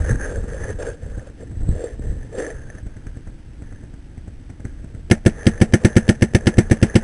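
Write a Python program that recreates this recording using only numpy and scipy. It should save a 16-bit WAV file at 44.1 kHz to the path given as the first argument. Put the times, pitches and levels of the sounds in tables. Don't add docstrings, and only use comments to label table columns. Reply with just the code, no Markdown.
import sys
import numpy as np
from scipy import signal
from scipy.io import wavfile

SR = 44100
rng = np.random.default_rng(int(sys.argv[2]) if len(sys.argv) > 2 else 0)


def master(y):
    cut = np.clip(np.atleast_2d(y).T, -1, 1)
    pcm = np.round(cut * 32767)
    wavfile.write(sys.argv[1], SR, pcm.astype(np.int16))


def level_to_linear(level):
    exponent = np.asarray(level, float) / 20
    return 10 ** exponent


N = 310023

# t/s, strength level/dB, ball delay/ms, sharp gas level/dB, barrel ring level/dB
SHOTS = [(5.1100, 0.8, 0.055, -2.5, 1.5), (5.2596, 0.9, 0.073, -2, -1.3), (5.4653, -0.3, 0.16, 3, -0.6),
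         (5.6124, 0, 0.54, -1.1, -2.5), (5.7345, 0, .05, 1.5, 2.1), (5.8463, 0.5, 0.057, -0.5, .1),
         (5.9635, 1.2, 0.046, 1, 0.4), (6.0884, -0.4, 0.39, 2.5, -0.2), (6.2202, -0.8, .05, -0.5, 0.1),
         (6.346, -0.6, 0.06, 1.5, 1.5), (6.468, -0.7, 0.044, 4, 1.5), (6.5803, 1, 0.068, -1.7, 0.5),
         (6.71, -0.6, 0.027, -2, -1.5), (6.825, -0.2, .05, 1, -5.5), (6.953, 0.6, 0.43, 6, -5)]
# f/Hz, signed swing/1, T60/s, delay after valve/ms (the ball leaves at about 3 ms)
BOOM = [
    (192, -.85, .073, .1),
    (520, -.26, .056, 2.3),
    (107, 1.35, .045, 2.95),
    (167, -.33, .091, 2.9),
    (222, -.43, .117, 4.3),
    (305, .46, .06, 3.25),
    (355, -.7, .057, 3.4),
]
# f/Hz, level/dB, T60/s, delay after valve/ms
METAL = [
    (465, -22, 0.079, 2.7),
    (598, -33, 0.14, 2.91),
    (714, -29, 0.049, 2.96),
    (1423, -23, 0.051, 9.0),
    (1720, -12, 0.037, 2.508),
    (1819, -16, 0.066, 2.956),
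    (2132, -17, 0.045, 2.817),
    (2290, -31.5, 0.062, 2.98),
    (2840, -15.5, 0.0065, 1.785),
]
# f/Hz, bandwidth/Hz, level/dB, T60/s
BLAST = [
    (617, 330, -26.5, 0.13),
    (1690, 900, -27, 0.11),
    (2916, 890, -18.5, 0.026),
    (3500, 5800, -31, 0.024),
]
# time from valve opening/ms, level/dB
CYCLE = [
    (-9.5, -23),
    (18, -16.5),
    (28.5, -31),
    (36.5, -29.5),
]
SHARP_HZ = 2500

# t/s, peak level/dB
LOADER = [(5.373, -30), (5.395, -32), (5.4292, -21), (5.5764, -24), (5.8102, -37), (5.9284, -27),
          (6.0671, -27), (6.1502, -25), (6.282, -33), (6.539, -19.5), (6.77, -25), (6.8663, -19)]
# t/s, peak level/dB
TICKS = [(0.0183, -22.5), (0.0404, -27), (0.1837, -28), (0.285, -30), (0.5327, -26.5), (0.7104, -23),
         (0.7981, -43), (1.042, -34), (1.1938, -27), (1.6153, -42), (1.713, -31), (1.87, -29),
         (1.9202, -37), (2.0233, -38), (2.2274, -31), (2.3281, -28), (2.369, -45), (2.4204, -16.5),
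         (2.4643, -16), (2.5025, -18.5), (2.584, -44), (2.618, -33), (2.673, -43), (2.6998, -22.5),
         (2.7831, -26.5)]
# start t/s, hold/s, level/dB, brightness/dB,
# upper ring f/Hz
STROKES = [(0.0, .005, -34.5, -2, 1670), (0.046, .02, -37.5, 0, 1640), (0.077, 0.027, -29.5, 0.5, 1690),
           (0.204, 0.064, -32.5, 0, 1630), (0.29, .07, -32, -9.5, 1585), (0.38, 0.075, -39, -7.5, 1640),
           (0.485, .12, -34.5, -7.5, 1650), (0.621, 0.084, -33.5, -3.5, 1730),
           (0.8, 0.099, -28.5, -11.5, 1556), (1.028, 0.14, -44, -8, 1660), (1.179, .1, -41.5, -11.5, 1500),
           (1.403, 0.0066, -39, -14.5, 1760), (1.456, 0.26, -56, -5, 1740), (1.727, 0.046, -35, -15, 1720),
           (1.778, 0.077, -29, -19.5, 1700), (1.868, 0.058, -40.5, -12, 1740), (2.022, .11, -42, -9, 1750),
           (2.18, 0.085, -51, -3, 1730), (2.331, 0.037, -35.5, -13, 1725),
           (2.38, 0.018, -22.5, -13.5, 1720), (2.426, 0.016, -27.5, -10, 1780),
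           (2.47, .04, -35.5, -5.5, 1720), (2.552, 0.23, -51, 0.5, 1610),
           (2.86, 0.42, -61.5, 1, 1590), (3.62, 0.21, -63.5, 5, 1700), (4.64, .15, -69.5, 8, 1650),
          (4.9, 0.095, -56, -11, 1684), (5.32, .05, -46, -3, 1740), (5.38, 0.16, -38, -3, 1700),
          (5.54, .07, -40, -9, 1710), (5.66, 0.079, -41.5, -10, 1700), (5.8, 0.072, -37.5, -6, 1690),
          (5.89, 0.21, -39.5, -4.5, 1660), (6.13, 0.18, -49, -6, 1720), (6.4, .2, -39.5, -7, 1660),
          (6.63, 0.19, -43.5, -4, 1680), (6.85, .2, -39.5, -2.5, 1700)]
STROKE_RISE_DB_PER_S, STROKE_FALL_DB_PER_S = 600, 235
LOW_RING_HZ, UPPER_REST_HZ, LOW_RING_LAW = 468, 1670, -0.47
# share taken from the dull level/1, offset/dB, resting level/dB
RUB_MIX = [
    (0.97, -0.73, -64),
    (0.0, -0.75, -79),
    (0.67, -20, -69),
    (0.17, -7.5, -71),
]
# multiple of the ring/1, bandwidth/Hz, level/dB
CASE_LOW = [
    (1.0, 99, 12.5),
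    (1.35, 660, -8),
    (.75, 45, -8),
]
# multiple of the ring/1, bandwidth/Hz, level/dB
CASE_HIGH = [
    (1.0, 141, 5.5),
    (1.17, 350, -9),
]
# multiple of 1280 Hz/1, bandwidth/Hz, level/dB
CASE_MIDDLE = [
    (0.94, 510, -2),
    (0.623, 79, 2.5),
]

# t/s, signed swing/1, f/Hz
KNOCKS = [(.002, -0.25, 57.7), (.107, 0.47, 101), (0.1272, -0.3, 86), (0.378, 0.28, 64.6),
          (0.441, -0.18, 213), (0.602, -0.12, 77), (1.57, -0.2, 82), (1.689, -0.39, 202),
          (1.6903, 0.55, 70), (1.76, 0.19, 90), (1.9942, 0.17, 286), (2.386, 0.26, 480), (2.828, 0.099, 90)]
# t/s, peak level/dB, crack level/dB
FAR = [(1.0305, -24.5, -56), (1.176, -20, -71), (1.299, -28, -58.4), (1.415, -27, -58),
       (1.5132, -22.5, -55), (1.616, -23.5, -52), (2.7492, -24.5, -46), (2.8642, -21, -50.5),
       (2.9667, -24.5, -50.5), (3.068, -23, -47), (3.1701, -21.5, -53), (3.2733, -22.5, -49.5),
       (3.6205, -23, -52), (3.724, -25, -51), (3.8354, -25, -67), (3.939, -26.5, -52), (4.1772, -23, -51.5),
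       (4.2788, -22.5, -54), (4.4996, -22, -49), (4.602, -23.5, -52.5), (4.651, -16, -42),
       (4.8445, -21.5, -57), (4.9474, -22, -51.5)]
# t/s, level/dB
BREEZE = [(0.0, -26.5), (0.45, -30.5), (0.93, -32.5), (1.0, -43), (1.4, -36.5), (2.2, -42.5), (2.7, -39.5),
          (2.9, -34), (3.5, -38), (4.0, -35.5), (4.43, -40), (4.75, -34.5), (5.05, -36), (5.3, -31),
          (5.8, -38), (6.2, -34), (6.66, -29), (7.03, -29.5)]
BREEZE_UPPER_DB = -13.5
# start t/s, hold/s, level/dB, brightness/dB
JOLTS = [(0.0, 0.0043, -14.5, -23), (0.12, 0.022, -20, 4.5), (0.22, 0.24, -34, 4.5),
         (0.38, .01, -25.5, -13), (0.61, 0.027, -23.5, -10), (0.7, 0.06, -29, -19), (1.02, 0.089, -29, -24),
         (1.17, 0.024, -32, -16), (1.31, 0.0092, -46, 1), (1.43, 0.006, -35, 4.5), (1.5, .06, -35.5, 3),
         (1.6, 0.11, -22, -12), (1.69, 0.023, -19.5, -10), (1.78, .02, -29.5, -6), (1.96, 0.099, -28.5, -8),
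         (2.04, .08, -23.5, -15), (2.125, 0.013, -28, -15), (2.18, 0.29, -36, 5), (2.55, 0.0056, -32, -12),
         (2.6, .08, -48, 14), (2.66, 0.053, -33, -9), (2.84, .03, -34, -12), (3.75, 0.088, -46, 2),
         (5.2, .1, -45, 9), (5.5, .03, -33, -11), (5.6, 1, -43, 8)]
JOLT_RISE_DB_PER_S, JOLT_FALL_DB_PER_S = 256, 205
# low f/Hz, high f/Hz, level/dB
FIELD = [
    (90, 178, -50),
    (213.5, 334, -50.5),
    (336, 950, -62),
    (910, 1780, -64.5),
    (1440, 2120, -66),
    (1900, 3950, -64.5),
]

# f/Hz, bandwidth/Hz, share removed/1
PORT_NOTCH = (1047, 370, 0.45)
CLOCK_HZ, CUTOFF_HZ = 8000, 11500


def marker():
    s, db, ball_ms, sharp_db, barrel_db = np.transpose(SHOTS)

    def vary(spread_db):
        return spread_db * rng.standard_normal(len(s))

    out = np.zeros(N)
    for hz, swing, t60, late_ms in BOOM:
        ball_delay_ms = ball_ms * (late_ms > 1)
        blows = clicks(s + (late_ms + ball_delay_ms) / 1000, swing * level_to_linear(db + vary(1)))
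        out += ring(blows, hz, t60)
    out = signal.lfilter([.09], [1, -.91], out)

    for hz, mode_db, t60, late_ms in METAL:
        shot_db = sharp_db if hz > SHARP_HZ else barrel_db
        blows = clicks(s + (late_ms + ball_ms) / 1000, level_to_linear(db + mode_db + shot_db + vary(2)))
        out += ring(blows, hz, t60)

    ragged = level_to_linear(2.7 * drift(150))
    for hz, width_hz, gas_db, t60 in BLAST:
        push_db = db + sharp_db * (hz > SHARP_HZ)
        valve_puffs = clicks(s + 0.000127, level_to_linear(push_db - 9.5))
        muzzle_puffs = clicks(s + .0028 + ball_ms / 1000, level_to_linear(push_db))
        puffs = valve_puffs + muzzle_puffs
        envelope = fade(puffs, t60) + level_to_linear(-26) * fade(puffs, 4.1 * t60)
        hiss = rms_one(resonance(rng.standard_normal(N), hz, width_hz))
        out += level_to_linear(gas_db) * resonance(hiss * ragged * envelope, hz, 1.33 * width_hz)

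    parts = np.zeros(N)
    for ms, part_db in CYCLE:
        parts += clicks(s + (ms + vary(0.805)) / 1000, level_to_linear(part_db + vary(2)))
    rattle = knock(parts, 404, 0.031) + level_to_linear(-0.5) * knock(parts, 610, 0.012)
    return out - rattle + level_to_linear(-10.5) * tick(parts, crack_db=4.5)


def knock(x, hz, t60):
    return signal.lfilter([.0225], [1, -1.7, .7225], ring(x, hz, t60))


def tick(x, crack_db):
    crack = band(rng.standard_normal(N) * fade(x, 0.032), 1650, 3570)
    return ring(x, 1754, 0.032) + ring(x, 617, 0.016) + level_to_linear(crack_db) * crack


def rubbing():
    strokes = STROKES
    dull_db, bright_db = swells(strokes, STROKE_RISE_DB_PER_S, STROKE_FALL_DB_PER_S)
    gains = []
    for share, offset_db, rest_db in RUB_MIX:
        layer_db = share * dull_db + (1 - share) * bright_db + offset_db
        gains.append(np.hypot(level_to_linear(layer_db), level_to_linear(rest_db)))

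    high_hz, = in_time([(s + hold / 2, hz) for s, hold, _, _, hz in strokes])
    low_hz = LOW_RING_HZ * (high_hz / UPPER_REST_HZ) ** LOW_RING_LAW
    still = np.ones(N)
    layers = [(CASE_LOW, low_hz), (CASE_HIGH, high_hz), ([(0.86, 2400, 0)], 2900 * still),
              (CASE_MIDDLE, 1280 * still)]
    out = np.zeros(N)
    clumps = drift(51)
    for (modes, hz), gain in zip(layers, gains):
        sizes = level_to_linear(2.47 * np.minimum(rng.exponential(1, N), 5)) * rng.choice([-1, 1], N)
        happens = rng.random(N) < 2500 / SR
        slips = sizes * happens * level_to_linear(0.83 * clumps + 2.55 * drift(64))
        rung = np.zeros(N)
        for k, (times, width_hz, mode_db) in enumerate(modes):
            rung += level_to_linear(mode_db) * (-1) ** k * moving_resonance(slips, times * hz, width_hz)
        out += gain * rms_one(band(rung, 0.45 * hz.min(), min(1.39 * hz.max(), 3900)))
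    return out + tick(small_blows(TICKS), crack_db=-29) + tick(small_blows(LOADER), crack_db=-6)


def small_blows(rows):
    s, db = np.transpose(rows)
    return clicks(s + 0.000984, level_to_linear(db - 8.5))


def knocks():
    return sum(knock(clicks([s], swing), hz, 3.7 / hz) for s, swing, hz in KNOCKS)


def far_markers():
    s, db, crack_db = np.transpose(FAR)
    pops = clicks(s + 0.00051, level_to_linear(db + 2.0))
    valve = knock(clicks(s - .005, level_to_linear(db + 1.5)), 264, 0.024)
    body = knock(pops, 104.6, 0.045) + level_to_linear(-15.5) * knock(pops, 260, 0.011) - level_to_linear(-8.5) * valve
    tail = rms_one(band(rng.standard_normal(N), 89, 343)) * fade(pops, 0.16)
    crack_envelope = fade(clicks(s, level_to_linear(crack_db + 5.5)), 0.027) + fade(clicks(s, level_to_linear(crack_db - 13.5)), 0.43)
    crack = rms_one(band(rng.standard_normal(N), 1350, 2150)) * crack_envelope
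    slap = rms_one(band(rng.standard_normal(N), 570, 730)) * fade(clicks(s - .004, level_to_linear(db)), 0.014)
    return body + band(level_to_linear(-20.0) * tail + level_to_linear(-22.5) * slap + crack, 60, 2160)


def wind():
    breeze_db, = in_time(BREEZE)
    deep_db, upper_db = swells(JOLTS, JOLT_RISE_DB_PER_S, JOLT_FALL_DB_PER_S)
    deep = band(rng.standard_normal(N) * level_to_linear(2 * drift(7.5)), 13.3, 74.4)
    upper = band(rng.standard_normal(N) * level_to_linear(6.6 * drift(11.6)), 103.6, 129)
    upper += level_to_linear(-7) * band(rng.standard_normal(N), 118, 310)
    deep_gain = np.hypot(level_to_linear(deep_db), level_to_linear(breeze_db))
    upper_gain = level_to_linear(-8.0) * np.hypot(level_to_linear(upper_db), level_to_linear(breeze_db + BREEZE_UPPER_DB))
    return deep_gain * rms_one(deep) + upper_gain * rms_one(upper)


def field():
    out = np.zeros(N)
    for low_hz, high_hz, db in FIELD:
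        out += level_to_linear(db) * rms_one(band(rng.standard_normal(N), low_hz, high_hz, order=3))
    return out


def rms_one(x):
    return x / np.sqrt(np.mean(x ** 2) + 1e-20)


def in_time(rows):
    s, *columns = np.transpose(rows)
    return [np.interp(np.arange(N) / SR, s, c) for c in columns]


def clicks(times, sizes):
    out = np.full(N, 1e-18)
    places = np.round(np.asarray(times) * SR).astype(int)
    np.add.at(out, np.clip(places, 0, N - 1), sizes)
    return out


def fade(x, t60):
    return signal.lfilter([1], [1, -level_to_linear(-60 / (t60 * SR))], x)


def ring(x, hz, t60):
    r, w = level_to_linear(-60 / (t60 * SR)), 2 * np.pi * hz / SR
    return signal.lfilter([0, np.sin(w)], [1, -2 * r * np.cos(w), r * r], x)


def resonance(x, hz, width_hz):
    r = np.exp(-np.pi * width_hz / SR)
    poles = [1, -2 * r * np.cos(2 * np.pi * hz / SR), r * r]
    return signal.lfilter(np.array([1, 0, -1]) * (1 - r * r) / 2, poles, x)


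def moving_resonance(x, hz, width_hz):
    turn = np.exp(2j * np.pi * np.cumsum(hz) / SR)
    r = np.exp(-np.pi * width_hz / SR)
    return 2 * np.real(signal.lfilter([1 - r], [1, -r], x / turn) * turn)


def band(x, low_hz, high_hz, order=2):
    return signal.sosfilt(signal.butter(order, [low_hz, high_hz], "band", fs=SR, output="sos"), x)


def drift(rate):
    r = np.exp(-2 * np.pi * rate * 40 / SR)
    noise = rng.standard_normal(N // 40 + 2002)
    slow = signal.lfilter([1], [1, -2 * r, r * r], noise)[2000:]
    return np.interp(np.arange(N) / 40, np.arange(len(slow)), rms_one(slow - slow.mean()))


def swells(rows, rise_db, fall_db):
    t = np.arange(0, N, 40) / SR
    start, hold, db, bright_db = np.array([row[:4] for row in rows]).T[:, :, None]
    climb = rise_db * np.maximum(start - t, 0)
    sink = fall_db * np.maximum(t - start - hold, 0)
    shape = db - climb - sink
    levels = []
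    for event_db in (shape, shape + bright_db):
        total_db = 10 * np.log10(np.sum(level_to_linear(2 * event_db), axis=0) + 1e-30)
        levels.append(np.interp(np.arange(N) / SR, t, total_db))
    return levels


def scene():
    return (marker() + rubbing() + knocks() + far_markers() + wind() + field())[None]


def top_cut(x):
    return signal.sosfilt(signal.butter(12, 11100, fs=SR, output="sos"), x)


def record(dry):
    hz, width_hz, share = PORT_NOTCH
    x = dry - share * resonance(dry, hz, width_hz)
    x = signal.sosfilt(signal.butter(8, CLOCK_HZ / 2, fs=SR, output="sos"), x)
    x = np.clip(x, -1, 1)
    ticks = np.floor(np.arange(N) * CLOCK_HZ / SR) * SR / CLOCK_HZ
    held = np.interp(ticks, np.arange(N), x[0])[None]
    held = signal.sosfilt(signal.cheby2(12, 45, CUTOFF_HZ, fs=SR, output="sos"), held)
    mix = np.clip(held, -1, 1)
    return top_cut(mix)


dry = scene()
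out = record(dry)
master(out)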